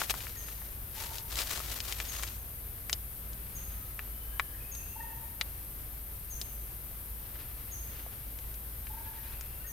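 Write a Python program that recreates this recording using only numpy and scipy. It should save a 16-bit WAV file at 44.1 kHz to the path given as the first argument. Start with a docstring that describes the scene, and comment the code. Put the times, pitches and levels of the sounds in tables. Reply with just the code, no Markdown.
"""A ledge in a tropical forest where monkeys groom: low murmur, high cicada hiss and a far engine drone throughout.
Dry leaves rustle and twigs snap close by, a small bird chirps, others trill low and whistle afar, a far vehicle passes.
Air, cicadas, leaves and vehicle are shaped noise; the drone and birds are sines; snaps are rung resonances.
Birds and snaps also get noise-tail echoes that differ in each ear.
"""
import sys
import numpy as np
from scipy import signal
from scipy.fft import rfft, irfft, next_fast_len
from scipy.io import wavfile

SR = 44100
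rng = np.random.default_rng(int(sys.argv[2]) if len(sys.argv) > 2 else 0)


def materialize(psi):
    """Save the field psi as 16-bit PCM at rate SR to the path in sys.argv[1].

    A 1-D psi becomes a single channel; in a 2-D psi each row is a channel.
    """
    bounded = np.clip(np.atleast_2d(psi).T, -1, 1)
    quanta = np.round(bounded * 32767).astype(np.int16)
    wavfile.write(sys.argv[1], SR, quanta)


N = 428652

# Left-right correlation of air and cicadas: freq_hz, correlation (0-1)
LIKENESS = [(60, 0.99), (130, 0.87), (290, 0.35), (640, 0.069), (3000, 0.23), (9000, 0.047), (15000, 0.21)]
# Spectrum of rustling leaves: freq_hz, relative_level_db
LEAVES = [(150, -23), (250, -5), (526, -1.5), (970, -2), (1260, 0), (1670, -0.5), (3640, 0), (3950, 0),
          (13000, -4.5)]
FOREST_T60_S = 0.96


def from_db(db):
    """Decibels to amplitude ratio."""
    return 10 ** (np.asarray(db) / 20)


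def rms_of(x):
    """Root mean square."""
    return np.sqrt(np.mean(x ** 2))


def rms_one(x):
    """Scale to rms 1."""
    return x / np.sqrt(np.mean(x ** 2) + 1e-20)


def at_hz(points, hz):
    """Interpolate a table linearly over log frequency."""
    points = np.array(points)
    return np.interp(np.log(hz), np.log(points[:, 0]), points[:, 1])


def panned(x, pan_db):
    """Level difference between the ears; positive is left."""
    return x * from_db([[pan_db / 2], [-pan_db / 2]])


def drift(corner_hz):
    """Slow random signal of rms 1: noise through a double pole, run at SR / 40."""
    pole = np.exp(-80 * np.pi * corner_hz / SR)
    noise = rng.standard_normal(N // 40 + 2002)
    slow = signal.lfilter([1], [1, -2 * pole, pole * pole], noise)[2000:]   # settled part
    return np.interp(np.arange(N) / 40, np.arange(len(slow)), rms_one(slow))


def coloured(mid_side, spectrum, alike, low_hz, high_hz):
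    """Shape two unrelated excitations to a spectrum and ear correlation; mono rms 1 from low_hz to high_hz."""
    size = next_fast_len(N)
    hz = np.maximum(np.fft.rfftfreq(size, 1 / SR), 1)
    like = np.clip(alike(hz), 0, .985)
    mid, side = rfft(mid_side, size) * from_db(at_hz(spectrum, hz))
    both = np.sqrt(1 + like) * mid + np.sqrt(1 - like) * side * np.array([[1], [-1]])
    inside = (hz > low_hz) & (hz < high_hz)
    band = irfft(both.mean(axis=0) * inside, size)
    return irfft(both, size)[:, :N] / rms_of(band)


def swells(rows):
    """Gain from rows of top_s, length_s, level_db: each is a bell in time; powers add."""
    t = np.arange(0, N + 64, 64) / SR
    depth_db = 13   # drop at half a length from the top
    power = sum(from_db(db - depth_db * (2 * (t - top_s) / length_s) ** 2) ** 2
                for top_s, length_s, db in rows)
    return np.interp(np.arange(N) / SR, t, np.sqrt(power))


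def echoes(x, t60_s):
    """Scattering by trunks and stone: dense decaying echoes, unlike in each ear."""
    t = np.arange(int(t60_s * SR)) / SR
    tail = rng.standard_normal((2, len(t))) * from_db(-60 * t / t60_s)
    tail = tail * (1 - np.exp(-t / (0.059 * t60_s)))   # echoes need time to gather
    tail = tail / np.sqrt(np.sum(tail ** 2, axis=1, keepdims=True))
    return signal.fftconvolve(x[None], tail, axes=1)[:, :N]


def bandpass(x, order, low_hz, high_hz):
    """Butterworth band-pass."""
    return signal.sosfilt(signal.butter(order, [low_hz, high_hz], "band", fs=SR, output="sos"), x)


def add(out, start_s, sound):
    """Mix a sound in at its start."""
    i = round(start_s * SR)
    out[..., i:i + sound.shape[-1]] += sound[..., :N - i]


def tone(hz, gain):
    """Sine of varying pitch, phase summed from frequency."""
    return gain * np.sin(2 * np.pi * np.cumsum(hz) / SR)


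def air():
    """Forest murmur: wide noise, mostly low, its level drifting slightly."""
    # Murmur spectrum: freq_hz, relative_level_db
    air_spectrum = [(15, -11), (25, -1), (40, -1), (80, 0), (125, -6), (160, -12.5), (250, -16), (500, -19),
                    (1000, -22.5), (2500, -26.5), (4500, -30.5), (9000, -34), (12000, -53)]
    noise = rng.standard_normal((2, N))
    murmur = coloured(noise, air_spectrum, lambda hz: at_hz(LIKENESS, hz), 608, 2950)
    return murmur * from_db(-60.2 + 0.5 * drift(6.2))


def cicadas():
    """Cicada chorus: high noise bands whose level flickers slightly."""
    # Chorus spectrum: freq_hz, relative_level_db
    chorus_spectrum = [(4120, -51), (7000, -23), (8040, -15.5), (9040, -6), (10300, -6), (12800, 3.5),
                       (14300, -1), (16000, -13.5)]
    noise = rng.standard_normal((2, N))
    hiss = coloured(noise, chorus_spectrum, lambda hz: at_hz(LIKENESS, hz), 10500, 16000)
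    return panned(hiss * from_db(-48 + 0.5 * drift(27)), 5.0)


def engine_drone():
    """Far engine: low sines wavering in pitch and level."""
    # Engine tones before wavering: pitch_hz, peak_db
    engine_tones = [(35, -67), (54, -44.5)]
    waver_hz, waver_db = 1.218, 3   # rms
    return sum(tone(hz + waver_hz * drift(2.87), from_db(db + waver_db * drift(6.6)))
               for hz, db in engine_tones)


def near_rustle():
    """Leaves and fur dragged close by: clumped tiny cracks of uneven size over soft rubbing noise."""
    # Drags: top_s, length_s, level_db
    near_drags = [(.01, .1, -41.5), (.105, 0.045, -42.5), (.21, 0.31, -53), (.5, 0.56, -60.5),
                  (1.02, .18, -50.5), (1.15, 0.19, -54.5), (1.33, 0.084, -49), (1.405, 0.076, -42),
                  (1.52, 0.31, -45.5), (1.73, 0.16, -46.5), (1.9, 0.18, -48), (2.03, 0.15, -50.5),
                  (2.2, 0.29, -50.5)]
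    cracks_per_s = 2500 * from_db(5 * drift(50))
    born = rng.random(N) < cracks_per_s / SR
    size_db = 4.9 * np.minimum(rng.exponential(1, N), 4)
    cracks = born * from_db(size_db) * rng.standard_normal((2, N))
    rubbing = 1.13 * rng.standard_normal((2, N)) * from_db(3.35 * drift(43))
    leaves = coloured(rms_one(cracks) + rubbing, LEAVES, lambda hz: 0.45 + 0 * hz, 2400, 4760)
    return panned(leaves * swells(near_drags), 6.3)


def far_rustle():
    """Rustling further off: fluttering noise without cracks, dulled by a low-pass."""
    # Drags further off: top_s, length_s, level_db (before the low-pass)
    distant_drags = [(3.75, 1.0, -64.5), (7.4, 0.36, -60), (7.95, 1.0, -63), (9.3, .8, -62)]
    cut_hz = 3540
    grain = rng.standard_normal((2, N)) * from_db(3.6 * drift(22))
    leaves = coloured(grain, LEAVES, lambda hz: 0.48 + 0 * hz, 1100, 2530)
    dulled = signal.sosfilt(signal.butter(2, cut_hz, fs=SR, output="sos"), leaves)
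    return dulled * swells(distant_drags)


def snaps():
    """Twigs and dry leaves snap: a break and faint splinters excite a ring, a low knock and a treble crack."""
    # Snaps: start_s, ring_peak_db (before echoes and pan), ring_hz, crack_db (re ring)
    snap_rows = [(0.015, -18.5, 1150, -18), (0.096, -18, 2800, -3), (0.139, -27, 1260, -3),
                 (0.204, -31.5, 3030, -13), (0.267, -30.5, 1840, -22), (0.484, -35, 1700, -11),
                 (0.617, -38.5, 1400, -15), (1.113, -39.5, 925, -12), (1.182, -23.5, 4250, -7),
                 (1.317, -28, 4200, -11), (1.355, -19.5, 5050, -17), (1.388, -17.5, 3870, -18),
                 (1.416, -20.5, 3950, -12), (1.576, -34, 996, -11), (1.601, -30.5, 970, -5),
                 (1.802, -19.5, 3630, -6), (1.923, -22.5, 2770, 2), (2.0, -21, 2360, -6),
                 (2.053, -32, 3490, -11), (2.151, -31, 2500, -21), (2.194, -35, 1340, -8),
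                 (2.233, -25, 1690, 4), (2.275, -28, 4160, -14), (2.895, -24.5, 1870, 4),
                 (2.928, -9.5, 4220, -9.5), (3.331, -34, 5300, -15), (3.991, -25.5, 2000, -19),
                 (4.3953, -11.5, 1640, -22), (4.75, -27.5, 5830, -2), (5.4105, -12.5, 2800, -16),
                 (6.413, -18, 5030, -9), (7.355, -41, 1570, -16), (8.062, -39, 700, -14),
                 (8.387, -39, 2180, 3), (8.541, -36, 5290, -15), (8.868, -35, 2090, -15),
                 (9.409, -38, 1620, 10)]
    ledge_t60_s, knock_db = 0.03, -10   # knock re ring
    out, t = np.zeros(N), np.arange(round(.02 * SR)) / SR
    for start_s, peak_db, ring_hz, crack_db in snap_rows:
        splinters = 0.08 * rng.standard_normal(len(t)) * from_db(-60 * t / 0.022)
        splinters[0] += 1   # the break
        ring = bandpass(splinters, 2, ring_hz / 1.42, ring_hz * 1.41)
        crack = bandpass(splinters, 1, 4200, 9500)
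        knock = bandpass(splinters, 1, 350, ring_hz / 1.3)
        snap = ring / abs(ring).max()
        snap -= from_db(knock_db) * knock / abs(knock).max()
        snap -= from_db(crack_db) * crack / abs(crack).max()
        add(out, start_s + .0016, from_db(peak_db) * snap)   # placed 1.6 ms after start_s
    return panned(out + from_db(-6.5) * echoes(out, ledge_t60_s), 5.2)


def low_trills(waver):
    """Pulsed hoots: a sine in squared-sine pulses, rising from 5.7 % below its pitch."""
    # Trills: start_s, level_db (before mixing), pitch_hz, pulses_per_s, length_s
    trill_rows = [(.96, -44, 925, 26, 0.14), (4.949, -41, 924, 27.7, 0.13), (8.891, -44.5, 913, 28.3, 0.18)]
    out = np.zeros(N)
    for start_s, level_db, pitch_hz, pulses_per_s, length_s in trill_rows:
        t = np.arange(round(length_s * SR)) / SR
        pulses = np.sin(np.pi * pulses_per_s * t) ** 2
        envelope = np.sin(np.pi * (t / length_s) ** 0.66) ** 0.4
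        wobble = 0.7 * waver[round(start_s * SR):][:len(t)]
        hz = pitch_hz * (1 - 0.0574 * np.exp(-t / 0.05) + wobble)
        add(out, start_s, from_db(level_db) * pulses * envelope * tone(hz, 0.91))
    return out


def far_whistles(waver):
    """Soft sine whistles, each bending up while pitch and level waver."""
    # Whistles: start_s, length_s, middle_pitch_hz, level_db (before waver and mixing)
    whistle_rows = [(.36, 0.029, 1855, -48), (3.612, 0.57, 1280, -67), (4.091, 0.33, 3040, -63),
                    (4.244, 0.045, 1590, -61), (4.32, 0.044, 1634, -51.5), (4.413, .045, 1735, -56),
                    (4.54, 0.029, 1880, -54), (4.6, 0.099, 2500, -58), (4.7, 0.36, 2680, -61.5),
                    (5.005, 0.022, 1840, -46.5), (5.099, 0.03, 1780, -56), (5.443, .05, 2700, -64),
                    (8.93, 0.095, 1610, -59), (9.061, 0.036, 1690, -52), (9.122, .027, 1665, -56),
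                    (9.178, .023, 1890, -55), (9.134, .027, 2290, -60), (9.227, 0.056, 2415, -59),
                    (9.28, .031, 2530, -61), (9.34, 0.045, 2690, -57), (9.497, .16, 2735, -63),
                    (9.6, .11, 1500, -60), (9.64, .032, 1850, -52)]
    rise_hz = 39.6
    out = np.zeros(N)
    for start_s, length_s, middle_hz, level_db in whistle_rows:
        along = np.linspace(0, 1, round(length_s * SR))
        wobble = 0.86 * waver[round(start_s * SR):][:len(along)]
        hz = (middle_hz + rise_hz * (along - .5)) * (1 + wobble)
        add(out, start_s, tone(hz, from_db(level_db) * np.sin(np.pi * along) ** 0.22))
    return out * from_db(3.5 * drift(38))


def far_birds():
    """Low trills and far whistles, direct and scattered among the trees."""
    waver = 0.0124 * drift(44.0)   # relative pitch
    hoots, whistles = low_trills(waver), far_whistles(waver)
    direct = panned(hoots, 1.7) + from_db(-2.5) * whistles
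    return direct + echoes(from_db(1.5) * hoots + whistles, FOREST_T60_S)


def chirps():
    """Small bird: a short sine, pitch arched and highest where loudest; near trunks blur it, far ones add a tail."""
    # Chirps: start_s, peak_db (before flutter, echoes and pan)
    chirp_rows = [(0.367, -46.5), (2.078, -44), (3.546, -47), (4.711, -44), (6.298, -44), (7.711, -44),
                  (9.666, -47.5)]
    length_s, top_s, top_hz, arch_hz_per_s2 = 0.05, 0.0114, 6586, 650000
    fade_db_per_s, flutter_db = 220, 3.0
    out, t = np.zeros(N), np.arange(round(length_s * SR)) / SR
    hz = top_hz - arch_hz_per_s2 * (t - top_s) ** 2
    attack = np.minimum(t / top_s, 1) ** 0.92
    fade = from_db(-fade_db_per_s * np.maximum(t - top_s, 0))
    release = np.minimum((length_s - t) / 0.0052, 1)
    bends = rng.normal(1, 0.0056, len(chirp_rows))   # pitch factor per chirp
    for (start_s, peak_db), bend in zip(chirp_rows, bends):
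        add(out, start_s, tone(bend * hz, from_db(peak_db) * attack * fade * release))
    out = out * from_db(flutter_db * drift(96))
    near = panned(out + echoes(out, 0.31), 5.5)
    return near + from_db(-0.5) * echoes(out, FOREST_T60_S)


def traffic():
    """A vehicle passes far away: low band-passed noise swells and sinks."""
    pass_s, length_s, level_db = 3.52, 1.6, -56
    rumble = bandpass(rng.standard_normal(N), 2, 85, 162)
    return rms_one(rumble) * swells([(pass_s, length_s, level_db)])


def scene():
    """Sum of all sources."""
    background = air() + cicadas() + engine_drone()
    ledge = near_rustle() + far_rustle() + snaps()
    return background + ledge + far_birds() + chirps() + traffic()


def record(dry):
    """Steep elliptic low-pass cuts the top."""
    cutoff_hz = 15800
    return signal.sosfilt(signal.ellip(14, .3, 75, cutoff_hz, fs=SR, output="sos"), dry)


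dry = scene()
out = record(dry)
materialize(out)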